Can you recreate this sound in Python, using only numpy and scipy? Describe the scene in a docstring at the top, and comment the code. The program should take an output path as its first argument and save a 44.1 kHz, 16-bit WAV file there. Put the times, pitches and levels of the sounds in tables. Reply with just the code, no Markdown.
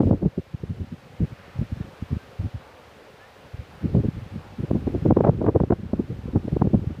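"""A powder avalanche rolls down a mountainside and over a ski area, a steady rush far from the microphone.
At first gusts hit the microphone: each eddy is a short, dull thud over a low flutter; the fastest snap.
As the wind drops, three faint, thin whistles sound in the distance, between about 1.8 and 3.3 s.
From 3.5 s the gusts return. Past 5 s they are at their hardest and make the gain control duck the rush."""
import sys
import numpy as np
from scipy import signal
from scipy.fft import rfft, irfft
from scipy.io import wavfile
from scipy.ndimage import uniform_filter1d, minimum_filter1d

SR = 44100
rng = np.random.default_rng(int(sys.argv[2]) if len(sys.argv) > 2 else 0)


def to_wav(sig):
    """Store sig (one row per channel, or 1-D mono) as 16-bit WAV at the path in sys.argv[1].

    Samples outside -1..1 are clipped; the rate is SR.
    """
    pcm = np.clip(np.atleast_2d(sig), -1, 1) * 32767
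    pcm = np.round(pcm).astype(np.int16)
    wavfile.write(sys.argv[1], SR, pcm.T)  # frames by channels


N = 308700
TIME = np.arange(N) / SR


# Hard eddies, right on the microphone. Each row: middle in seconds, level in dB, length in seconds,
# corner in Hz above which the turbulence dies (thuds and snaps each scale it).
HARD_EDDIES = [(.008, -9, .013, 468), (0.036, -18, .014, 420), (0.077, -17, .016, 254),
               (.112, -5.5, .005, 400), (.134, -11, 0.021, 379), (0.235, -16, .022, 345),
               (.263, -10, .02, 295), (.385, -15.5, .013, 256), (.548, -16.5, .005, 225),
               (0.639, -18.5, .005, 256), (0.709, -22, .022, 193), (0.813, -21, .014, 230),
               (0.931, -28, .02, 233), (1.222, -16.5, .02, 217), (1.241, -20.5, .016, 283),
               (1.329, -32, 0.012, 220), (1.596, -16, .005, 185), (1.62, -21, .018, 198),
               (1.73, -19.5, .008, 137), (1.811, -22, .0085, 242), (2.028, -21.5, .006, 162),
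               (2.13, -20.5, 0.025, 195), (2.169, -23, 0.01, 222), (2.405, -22, .018, 114),
               (2.455, -24, 0.032, 187), (2.555, -26.5, .018, 121), (3.546, -28.5, .01, 140),
               (3.598, -30.5, .024, 110), (3.853, -20, 0.027, 278), (3.952, -14, 0.0086, 363),
               (3.975, -17, 0.02, 314), (4.054, -18.5, .013, 256), (4.088, -15.5, .007, 230),
               (4.175, -30.5, 0.033, 204), (4.368, -30, .037, 184), (4.602, -23.5, .015, 233),
               (4.64, -22.5, .016, 303), (4.714, -16, 0.0097, 430), (4.735, -17, .006, 246),
               (4.758, -17.5, .018, 329.4), (4.877, -17.5, .013, 410), (4.953, -20.5, .021, 343),
               (5.063, -12, 0.013, 344), (5.09, -16.5, 0.022, 293), (5.11, -5, .006, 513),
               (5.125, -5.5, .009, 328.5), (5.172, -7.5, .006, 500), (5.191, -17.5, 0.015, 470),
               (5.209, -9, .006, 563), (5.249, -12, .012, 745), (5.275, -13.5, .016, 590),
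               (5.296, -4.5, .009, 400), (5.418, -17.5, .015, 454), (5.448, -16.5, .014, 466),
               (5.467, -10.5, 0.0026, 600), (5.489, -6.5, .016, 545), (5.563, -6, .016, 440),
               (5.603, -14.5, 0.0027, 690), (5.614, -9, 0.0097, 327), (5.639, -12, 0.011, 420),
               (5.708, -3.5, .0064, 523), (5.727, -10, .011, 593), (5.937, -10, .0046, 328.5),
               (5.999, -14, .012, 309), (6.363, -12.5, .015, 432), (6.482, -21, 0.0064, 400),
               (6.531, -15, .009, 302), (6.569, -15, .005, 391), (6.622, -5.5, .008, 503),
               (6.653, -15.5, 0.019, 275), (6.674, -12, .006, 326.3), (6.747, -8.5, .015, 324),
               (6.784, -20.5, 0.024, 210), (6.876, -17.5, .01, 168)]
def buffets(eddies, rise=0.62, fall=0.724, wake=0.045, corner_scale=0.97, size=8192, count=400):
    """Each eddy thuds on the microphone: a brief swell of random pressure with a weaker wake around it."""
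    out = np.zeros(N + 2 * size)
    t = (np.arange(size) - size // 2) / SR
    for (s, db, length, corner_hz), churn in zip(eddies, rng.standard_normal((count, size))):
        width = length * np.where(t < 0, rise, fall)
        swell = np.exp(-(t / width) ** 2) + wake * np.exp(-abs(t) / length)
        thud = port(churn * swell, corner_hz * corner_scale, damping=1.427) * np.hanning(size)
        thud *= np.sqrt(length * SR / np.sum(thud ** 2))  # the level holds over the eddy's length
        centre = np.sum(np.arange(size) * thud ** 2) / np.sum(thud ** 2)
        start = int(s * SR - centre) + size
        out[start:start + size] += undb(db) * thud
    return out[size:size + N]


def snaps(gain_db=-2, above_hz=328, corner_scale=1.574, lead=0.2013, rebound_s=0.0005, size=2048):
    """A fast eddy tears off the microphone port: a pressure jump of either sign, then instant suction."""
    out = np.zeros(N + size)
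    t = np.arange(size) / SR
    suction = np.exp(-t / rebound_s)
    jump = (t == 0) - suction / suction.sum()
    signs = rng.choice([-1, 1], len(HARD_EDDIES))
    for (s, db, length, corner_hz), sign in zip(HARD_EDDIES, signs):
        if corner_hz > above_hz:
            snap = port(jump, corner_scale * corner_hz, damping=0.99)
            start = max(int((s - lead * length) * SR), 0)  # just ahead of the thud's middle
            out[start:start + size] += sign * undb(db + gain_db) * snap / abs(snap).max()
    return out[:N]


# Wind where the microphone stands. Each row: time in seconds, level in dB before each layer's gain.
WIND_AT_MIC = [(0, -25.5), (.1, -18.5), (.35, -55), (.8, -35.5), (1, -50.5), (1.75, -42), (2.3, -54),
               (2.65, -55.5), (3.35, -56), (3.75, -46), (3.99, -22.5), (4.14, -38), (4.5, -47), (4.8, -32),
               (5.22, -25.5), (5.8, -33), (6.7, -29), (7, -35)]
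def small_eddies(per_s=22, gain_db=3.5, scatter_db=4.5, length_s=0.01, count=300):
    """Random rows like those of HARD_EDDIES: they grow with the wind, and the stronger are brighter."""
    wait, scatter, stretch = rng.random((count, 3)).T
    s = np.cumsum(2 * wait) / per_s
    wind_db = np.interp(s, *np.transpose(WIND_AT_MIC))
    db = wind_db + gain_db + scatter_db * (2 * scatter - 1)
    typical_hz, typical_db, octaves_per_db = 236.5, -28.5, 0.0033
    corner_hz = typical_hz * 2 ** (octaves_per_db * (db - typical_db))
    return np.column_stack([s, db, length_s * (0.5 + stretch), corner_hz])[s < TIME[-1]]


def flutter(gain_db=-5.5, fast_db=-6.5, gusty_db=-32, uneven_db=6, tick_db=9.5):
    """Small eddies keep the port rumbling; stronger wind adds faster, brighter ones that come in ticks."""
    wind_db, = curves(WIND_AT_MIC)
    slow = unit(port(rng.standard_normal(N), corner_hz=154, damping=1.74))
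    ticks = rng.standard_normal(N) * undb(tick_db * np.tanh(walk(per_s=150)))
    fast = unit(port(ticks, corner_hz=400, damping=0.86))
    brightness = undb(fast_db + 0.37 * (wind_db - gusty_db))
    waver_db = uneven_db * np.tanh(walk(per_s=80))
    return (slow + brightness * fast) * undb(wind_db + gain_db + waver_db)


def port(pressure, corner_hz, damping, leak_hz=74.4):
    """Turbulence at the microphone port: a steep fall above the corner, and the deep bass leaks away."""
    jf = 1j * np.fft.rfftfreq(len(pressure), 1 / SR)
    high, low = jf / corner_hz, jf / leak_hz
    fall = 1 / (1 + damping * high + high ** 2) ** 2
    leak = low ** 3 / ((1 + low) * (1 + low + low ** 2))
    return irfft(rfft(pressure) * fall * leak, len(pressure))


# Roar of flowing snow, far up the mountainside. Each row: frequency in Hz, relative density in dB.
SNOW_ROAR = [(30, -30.5), (70, -3.5), (150, -15.5), (260, -5.5), (350, -6.5), (440, -1), (560, 1),
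             (650, -6.5), (760, -3), (950, -8), (1300, -9), (1750, -13), (2600, -19), (5000, -40)]
# Hiss of snow dust and air, as far away. Each row: frequency in Hz, relative density in dB.
DUST_HISS = [(600, -6.5), (1500, 0), (2700, -0.5), (4000, -5), (5200, -9), (7000, -15.5), (10000, -20.5),
             (15000, -23.5)]
# The rush as it reaches the microphone. Each row: time in seconds, roar and hiss in dB before gain.
FAR_RUSH = [(0, -56, -59.5), (1.35, -57, -61), (1.75, -55.5, -59.5), (2.8, -55.3, -61.4), (5, -56, -60),
            (7, -56, -62)]
def avalanche(roar_gain_db=6, hiss_gain_db=4):
    """Distance blends the tumbling snow into a gently churning roar under a smooth hiss."""
    roar_db, hiss_db = curves(FAR_RUSH)
    roar = coloured(SNOW_ROAR, flicker_db=1.75, flicker_per_s=14) * undb(roar_db + roar_gain_db)
    hiss = coloured(DUST_HISS, flicker_db=0.3, flicker_per_s=10) * undb(hiss_db + hiss_gain_db)
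    return roar + hiss


# Whistles, a long way from the microphone. Each row: middle in seconds, half-length in seconds,
# middle pitch in Hz, glide over each half in Hz, level at the middle in dB.
FAR_WHISTLES = [(1.83, 0.053, 1794, -41, -59), (2.215, 0.077, 1570, 61, -57),
                (3.229, 0.067, 1730, 169.5, -54)]
def whistles(blur=0.0082):
    """Thin gliding tones, blurred by the valley."""
    out = 0
    waver = 1 + blur * walk(per_s=210)
    for s, half_length, hz, glide_hz, db in FAR_WHISTLES:
        along = np.clip((TIME - s) / half_length, -1, 1)
        phase = 2 * np.pi * np.cumsum((hz + glide_hz * along) * waver) / SR
        swell = np.cos(np.pi * along / 2) ** 2
        out = out + unit(np.sin(phase)) * undb(db) * swell
    return out


def coloured(points, flicker_db, flicker_per_s):
    """Noise with a given spectrum whose octave bands each waver on their own."""
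    octave = np.log2(np.maximum(np.fft.rfftfreq(N, 1 / SR), 1))
    hz, db = np.transpose(points)
    spectrum = rfft(rng.standard_normal(N)) * undb(np.interp(octave, np.log2(hz), db))
    out = 0
    for centre in range(4, 15):  # octaves from 16 Hz to 16 kHz
        band = irfft(spectrum * np.maximum(1 - abs(octave - centre), 0), N)
        out = out + band * undb(flicker_db * walk(flicker_per_s))
    return unit(out)


def walk(per_s):
    """Random levels, per_s of them a second, smoothed twice; rms 1."""
    hold = max(int(SR / per_s), 1)
    steps = np.repeat(rng.standard_normal(N // hold + 1), hold)
    return unit(uniform_filter1d(uniform_filter1d(steps, hold), hold)[:N])


def curves(table):
    """Each column after the first, joined by straight lines in time."""
    s, *columns = np.transpose(table)
    return [np.interp(TIME, s, column) for column in columns]


def undb(db):
    """Decibels to gain."""
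    return 10 ** (np.asarray(db) / 20)


def unit(x):
    """Scale to an rms of 1."""
    return x / np.sqrt(np.mean(x ** 2))


def scene():
    """One microphone in the wind, with the avalanche and the whistles far off."""
    eddies = np.vstack([HARD_EDDIES, small_eddies()])
    wind = buffets(eddies) + snaps() + flutter()
    far = avalanche() + whistles()
    return (wind + far)[None]


def duck(sound, above_db=-10, window_s=0.013, recovery_db_per_s=4.5):
    """The recorder's gain control: a hard buffet turns everything down, and the level creeps back."""
    window = int(window_s * SR)
    power = uniform_filter1d(sound ** 2, window)
    over_db = 10 * np.log10(np.maximum(power / undb(above_db) ** 2, 1))
    recovered_db = recovery_db_per_s * TIME
    cut_db = np.maximum.accumulate(over_db + recovered_db, axis=-1) - recovered_db
    return sound * undb(-uniform_filter1d(cut_db, window))


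def record(dry, ceiling=0.65, ahead_samples=441, top_hz=15350):
    """Gain control, then a look-ahead limiter for the last peaks; the ends are eased and the top is cut."""
    ducked = duck(dry)
    gain = ceiling / np.maximum(abs(ducked), ceiling)
    gain = uniform_filter1d(minimum_filter1d(gain, 2 * ahead_samples), ahead_samples)
    ease = np.minimum(np.minimum(TIME, TIME[::-1]) / 0.003, 1)
    lowpass = signal.ellip(10, 0.1, 80, top_hz, fs=SR, output="sos")
    return signal.sosfilt(lowpass, ducked * gain * ease)


dry = scene()
out = record(dry)
to_wav(out)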